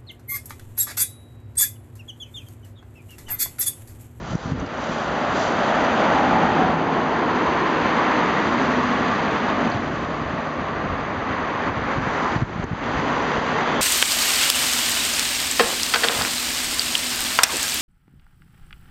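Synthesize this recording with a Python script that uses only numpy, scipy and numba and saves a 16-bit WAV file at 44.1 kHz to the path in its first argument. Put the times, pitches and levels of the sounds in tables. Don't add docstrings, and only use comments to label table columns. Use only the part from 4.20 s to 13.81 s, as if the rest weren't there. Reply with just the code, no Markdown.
import sys
import numpy as np
from scipy import signal
from scipy.fft import rfft, irfft, next_fast_len
from scipy.io import wavfile
from scipy.ndimage import map_coordinates
from numba import njit

SR = 44100
rng = np.random.default_rng(int(sys.argv[2]) if len(sys.argv) > 2 else 0)


def generate_wav(sig):
    pcm = np.round(np.clip(np.atleast_2d(sig).T, -1, 1) * 32767).astype(np.int16)
    wavfile.write(sys.argv[1], SR, pcm)


N = 423801
T = np.arange(N) / SR

# nearest t/s, time to half power/s, rumble/dB, roar/dB, hiss/dB
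PASSES = [(1.85, 0.63, -28, -24, -40.5), (3.85, 0.53, -31.5, -25.5, -40), (4.98, 0.75, -31.5, -29, -41.5),
          (7.8, 0.65, -30.5, -25, -43), (9.47, 0.71, -28, -23, -36.5)]
# from t/s, to t/s, extra tyre noise/dB
COARSE_ASPHALT = [(0.65, 2.515, 4), (2.661, 5.557, 3.5)]
# f/Hz, relative level/dB
CASING_SPECTRUM = [(65, -43.5), (110, -10), (124, -10.5), (156, -4), (189, -3.5), (237, 2), (381, -5.5),
                   (520, -13), (680, -40.5), (1140, -120)]
CLOSE_TREAD_SPECTRUM = [(240, -35.5), (400, -7.5), (606, -0.5), (694, -3), (814, -2), (882, -4), (1370, -5),
                        (1620, -9), (1810, -9.5), (2600, -20.5), (3600, -27.5), (4500, -50.5)]
STREAM_TREAD_SPECTRUM = [(240, -32), (400, -3.5), (834, -1.5), (1120, -1), (1480, -5), (1910, -6),
                         (2380, -14), (2700, -18), (3510, -46.5), (5940, -120)]
GROOVE_AIR_SPECTRUM = [(1900, -9.5), (2400, -0.5), (3000, 1.5), (4000, -5), (5000, -7), (6300, -11),
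                       (7500, -26)]
SIZZLE_SPECTRUM = [(3000, 0.5), (4200, -1), (5500, 4.5), (7500, -10)]
# loudest t/s, half-length/s, level/dB
WHEEL_SIZZLES = [(.16, 0.19, -42.5), (0.733, 0.13, -41.5), (1.222, 0.065, -35.5), (1.516, 0.56, -43),
                 (4.5, 0.4, -46.5), (5.7, 0.38, -51), (8.1, 0.32, -45), (9.15, 0.48, -45.5),
                 (9.6, 0.069, -45)]
# loudest t/s, half-length/s, f/Hz, level/dB, width/Hz
TREAD_HOWLS = [(1.45, .4, 658.4, -30, 271), (1.64, 0.12, 801, -29.5, 379.6), (2.1, 0.18, 840, -22.5, 199.4),
               (2.39, 0.12, 780, -25.5, 189.5), (2.75, 0.28, 773, -29, 270.4),
               (3.2, 0.62, 380.7, -29, 270.4), (3.35, .84, 981.5, -29, 270.2),
               (4.7, 0.88, 1141, -32.5, 190.5), (5.418, 0.13, 644, -30.5, 220.4),
               (6.1, 0.85, 605, -36.5, 269.7), (6.4, .6, 1141, -36.5, 200.1), (7.3, .28, 1084, -36, 262.3),
               (8.05, 0.048, 922, -28, 300), (8.063, 0.027, 1190, -28, 403), (8.97, 0.13, 980, -32, 267),
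               (9.399, 0.47, 468, -33, 269.6), (9.55, .1, 3280, -39, 694)]
# loudest t/s, half-length/s, f/Hz, relative level/dB,
# Doppler fall either side of f/fraction, width/Hz
TREAD_HUMS = [(1.97, .08, 300, -27, .012, 41), (2.27, .11, 220, -30, 0.0091, 20),
              (2.332, .07, 290, -29, 0.014, 25), (3.447, 0.17, 358, -32.5, .015, 58),
              (3.845, .32, 311, -29, 0.022, 22), (4.548, 0.27, 251.4, -26, 0.02, 24),
              (4.905, 0.16, 240.4, -33, .01, 40), (5.203, 0.39, 205, -35.5, 0.013, 14.6),
              (5.47, 0.097, 241.5, -27, .01, 41.4), (7.1, .5, 289.7, -38.5, .01, 60)]
# loudest t/s, half-length/s, strongest order f/Hz,
# level/dB, glide either side of f/fraction
ENGINE_DRONES = [(2.401, .3, 169, -30.5, -.055), (3.68, 0.31, 243, -33.5, -0.043),
                 (4.119, 0.29, 236, -30, -.015), (3.5, 0.32, 158, -38.5, -0.015),
                 (4.84, 0.32, 155, -37.5, -0.012), (6.15, 0.56, 154, -39, 0.011),
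                 (9.199, 0.45, 150, -35.5, .06)]
# multiple of f, relative level/dB
DRONE_ORDERS = [(.5, -19.5), (1, -3.5), (1.5, -14.5), (2, -9)]
# t/s, level/dB, slap f/Hz
ROAD_KNOCKS = [(2.1328, -9.5, 627), (2.32, -8.5, 715)]
# t/s, relative level/dB, f/Hz, decay/s
GRIT_TICKS = [(.13, -27, 5600, .003), (.152, -19, 5600, .003), (.397, -28, 6100, .006),
              (.461, -24, 5200, 0.0045), (1.646, -23, 4970, .003), (5.499, -25, 6140, .003),
              (5.515, -29, 4350, .015), (8.44, -23, 6200, 0.003)]
# t/s, relative level/dB
WIND_STRENGTH = [(0.0, -34), (0.14, -42), (0.18, -41), (0.28, -40), (0.38, -28), (0.5, -41.5), (2.1, -41.5),
                 (3.32, -41.5), (3.4, -43), (5.1, -42), (6.18, -36.5), (6.22, -45), (6.66, -34.5),
                 (6.85, -38), (7.41, -40.5), (7.49, -31.5), (7.73, -38), (7.79, -30), (7.93, -43.5),
                 (8.13, -41), (8.17, -35), (8.27, -28), (8.67, -37), (9.61, -44.5)]
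# f/Hz, relative level/dB
EDDY_SPECTRUM = [(20, 0.5), (50, -8), (90, -4.5), (130, -8.5), (200, -8.5), (400, -17), (650, -30.5)]
# t/s, thump level/dB, thump f/Hz, push level/dB, thump half-length/cycles
WIND_PUFFS = [(.121, -21, 139, -7, .6), (.137, -18.5, 150, -17, .8), (.148, -18, 170, -6.5, 0.67),
              (0.1547, -6, 170, -8, 0.76), (0.26, -17, 165, -4.5, .65), (0.284, -25, 250, -16, 2.2),
              (.322, -10.5, 136, -2, .5), (.335, -11, 150, -15, 0.54), (.358, -19.5, 245, -15, 2.2),
              (0.39, -22, 200, -6, 1.6), (.423, -20, 150, -5.5, 0.74), (.433, -21, 275, -13, 2.5),
              (.697, -18, 200, -28, 0.72), (5.56, -22, 110, -6, 1.3), (6.14, -17, 121, -17, .48),
              (7.11, -20.5, 123, -17, 0.52), (7.494, -18.5, 160, -2.5, 0.5), (7.58, -25, 109, -4.5, .8),
              (7.785, -18, 133, -2, 1.2), (7.874, -17.5, 160, -6, 0.81), (8.164, -16, 115, -8, .8),
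              (8.182, -16, 120, -.5, .8), (8.2245, -3.5, 146, -2.5, 0.55), (8.233, -2, 110, 3, .4),
              (8.363, -9.5, 135, 2, .5), (8.383, -18, 140, -16, 0.74), (8.3995, -10, 165, -9, 0.58),
              (8.442, -5, 190, 6.5, 0.29), (8.45, -11, 170, -13, 0.36), (8.515, -10, 150, -11, .8),
              (8.533, -9.5, 120, -4, 0.54), (8.799, -21, 170, -7, 1.5), (9.185, -16, 110, -3, .5)]


def tyres(coarse_on_s=0.2, coarse_off_s=0.06, handover_s=2.79, patchy_db=0.43, grain_db=0.9):
    coarse_db = sum(db * fade_in(on, coarse_on_s) * (1 - fade_in(off, coarse_off_s))
                    for on, off, db in COARSE_ASPHALT)
    rumble, roar, hiss = passing_gains() * undb(coarse_db)
    stream = fade_in(handover_s, width_s=.48)
    tread = np.sqrt(1 - stream) * noise(CLOSE_TREAD_SPECTRUM)
    tread += np.sqrt(stream) * noise(STREAM_TREAD_SPECTRUM)
    sizzle = np.sqrt(sum(swell(s, half_s, db) ** 2 for s, half_s, db in WHEEL_SIZZLES))
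    air = hiss * noise(GROOVE_AIR_SPECTRUM) + sizzle * noise(SIZZLE_SPECTRUM)
    grain = undb(grain_db * walk(350))
    rolling = rumble * noise(CASING_SPECTRUM) + roar * tread + air * grain
    return rolling * undb(patchy_db * walk(30))


def passing_gains(rumble_lag_s=0.42, hiss_lead_s=0.091):
    power = np.zeros((3, N))
    for s, half_s, rumble_db, roar_db, hiss_db in PASSES:
        power[0] += (undb(rumble_db) * nearness(s + rumble_lag_s, half_s)) ** 2
        power[1] += (undb(roar_db) * nearness(s, half_s)) ** 2
        power[2] += (undb(hiss_db) * nearness(s - hiss_lead_s, half_s)) ** 2
    return np.sqrt(power)


def tread_tones(hums_db=-2):
    howls = sum(swell(s, half_s, db) * resonance(np.full(N, hz), width_hz)
                for s, half_s, hz, db, width_hz in TREAD_HOWLS)
    hums = sum(swell(s, half_s, db) * resonance(glide(hz, s, half_s, -fall), width_hz)
               for s, half_s, hz, db, fall, width_hz in TREAD_HUMS)
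    return howls + undb(hums_db) * hums


def engines(wander=0.01005, rough_db=1.5):
    out = np.zeros(N)
    for s, half_s, hz, level_db, rise in ENGINE_DRONES:
        pitch_hz = glide(hz, s, half_s, rise) * (1 + wander * walk(12))
        phase = 2 * np.pi * np.cumsum(pitch_hz) / SR
        orders = sum(undb(db + rough_db * walk(17)) * np.sin(k * phase) for k, db in DRONE_ORDERS)
        out += swell(s, half_s, level_db) * unit(orders)
    return out


def knocks(slap_s=0.002, casing_hz=230, casing_s=0.0063, casing_db=-5):
    out = np.zeros(N)
    t = T[:SR // 10]
    casing = undb(casing_db) * np.exp(-t / casing_s) * np.sin(2 * np.pi * casing_hz * t)
    for s, db, hz in ROAD_KNOCKS:
        slap = np.exp(-t / slap_s) * np.sin(2 * np.pi * hz * t)
        start = int(s * SR)
        out[start:start + len(t)] += undb(db) * (slap + casing)
    return out


def grit(width_hz=900):
    out = np.zeros(N)
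    t = T[:SR // 10]
    for s, db, hz, decay_s in GRIT_TICKS:
        band = signal.iirpeak(hz, hz / width_hz, fs=SR)
        ring = unit(signal.lfilter(*band, rng.standard_normal(len(t))))
        tick = undb(db) * ring * np.exp(-t / decay_s) / 2
        start = int(s * SR)
        out[start:start + len(t)] += signal.lfilter(*band, tick)
    return out


def wind(eddies_db=5.0, gusty_db=1.5, swirl_db=-32, swirl_s=0.026, crest_db=-13,
         push_s=0.012, push_lag_s=0.0089):
    strength_db = np.interp(T, *np.transpose(WIND_STRENGTH)) + eddies_db
    out = noise(EDDY_SPECTRUM) * undb(strength_db + gusty_db * walk(25))
    turbulence = undb(swirl_db) * noise(EDDY_SPECTRUM)
    for s, thump_db, hz, push_db, cycles in WIND_PUFFS:
        near = np.abs(T - s) < .2
        t = T[near] - s
        phase = 2 * np.pi * hz * t
        wave = np.cos(phase) + undb(crest_db) * np.cos(2 * phase)
        thump = undb(thump_db) * np.exp(-(t * hz / cycles) ** 2) * wave
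        push = np.exp(-.5 * ((t - push_lag_s) / push_s) ** 2)
        swirl = turbulence[near] * np.exp(-.5 * (t / swirl_s) ** 2)
        out[near] += thump + undb(push_db) * (push + swirl)
    return out


def nearness(s, half_s):
    return 1 / np.hypot(1, (T - s) / half_s)


def swell(s, half_s, db):
    return undb(db) * np.exp(-.5 * ((T - s) / half_s) ** 2)


def fade_in(s, width_s):
    return .5 + .5 * np.tanh((T - s) / width_s)


def glide(hz, s, half_s, change):
    return hz * (1 + change * np.tanh((T - s) / half_s))


def resonance(hz, width_hz):
    phase = 2 * np.pi * np.cumsum(hz) / SR
    return unit(walk(width_hz) * np.cos(phase) + walk(width_hz) * np.sin(phase))


def noise(spectrum):
    size = next_fast_len(N)
    octave = np.log2(np.maximum(np.arange(size // 2 + 1) * SR / size, 1))
    hz, db = np.transpose(spectrum)
    octaves_outside = np.maximum(np.log2(hz[0]) - octave, octave - np.log2(hz[-1])).clip(0)
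    gain = undb(np.interp(octave, np.log2(hz), db) - 140 * octaves_outside)
    return unit(irfft(rfft(rng.standard_normal(size)) * gain, size)[:N])


def walk(rate):
    knots = rng.standard_normal(4096)
    sparse_t = T[::8]
    drift = map_coordinates(knots, [sparse_t * rate], order=2, mode="wrap")
    return unit(np.interp(T, sparse_t, drift))


def undb(db):
    return 10 ** (np.asarray(db) / 20)


def unit(x):
    return x / np.sqrt(np.mean(x ** 2))


@njit
def follow_peaks(x, attack, release, level):
    out = np.empty(len(x))
    for i in range(len(x)):
        level += (x[i] - level) * (attack if x[i] > level else release)
        out[i] = level
    return out


def scene():
    return (tyres() + tread_tones() + engines() + knocks() + grit() + wind())[None]


def record(dry, ceiling_db=-5, attack_s=0.0017, release_s=0.13, start_db=1.5,
           low_cut_hz=42, notch_hz=5365, notch_width_hz=900, top_hz=7400):
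    peak = follow_peaks(np.abs(dry[0]), 1 / (attack_s * SR), 1 / (release_s * SR), float(undb(start_db)))
    gain = (1 + (peak / undb(ceiling_db)) ** 5) ** (-1 / 5)
    low_cut = signal.butter(3, low_cut_hz, "highpass", fs=SR, output="sos")
    notch = signal.iirnotch(notch_hz, notch_hz / notch_width_hz, fs=SR)
    high_cut = signal.cheby1(12, .1, top_hz, fs=SR, output="sos")
    x = signal.sosfiltfilt(low_cut, dry * gain)
    x = signal.lfilter(*notch, x)
    return signal.sosfilt(high_cut, x)


dry = scene()
out = record(dry)
generate_wav(out)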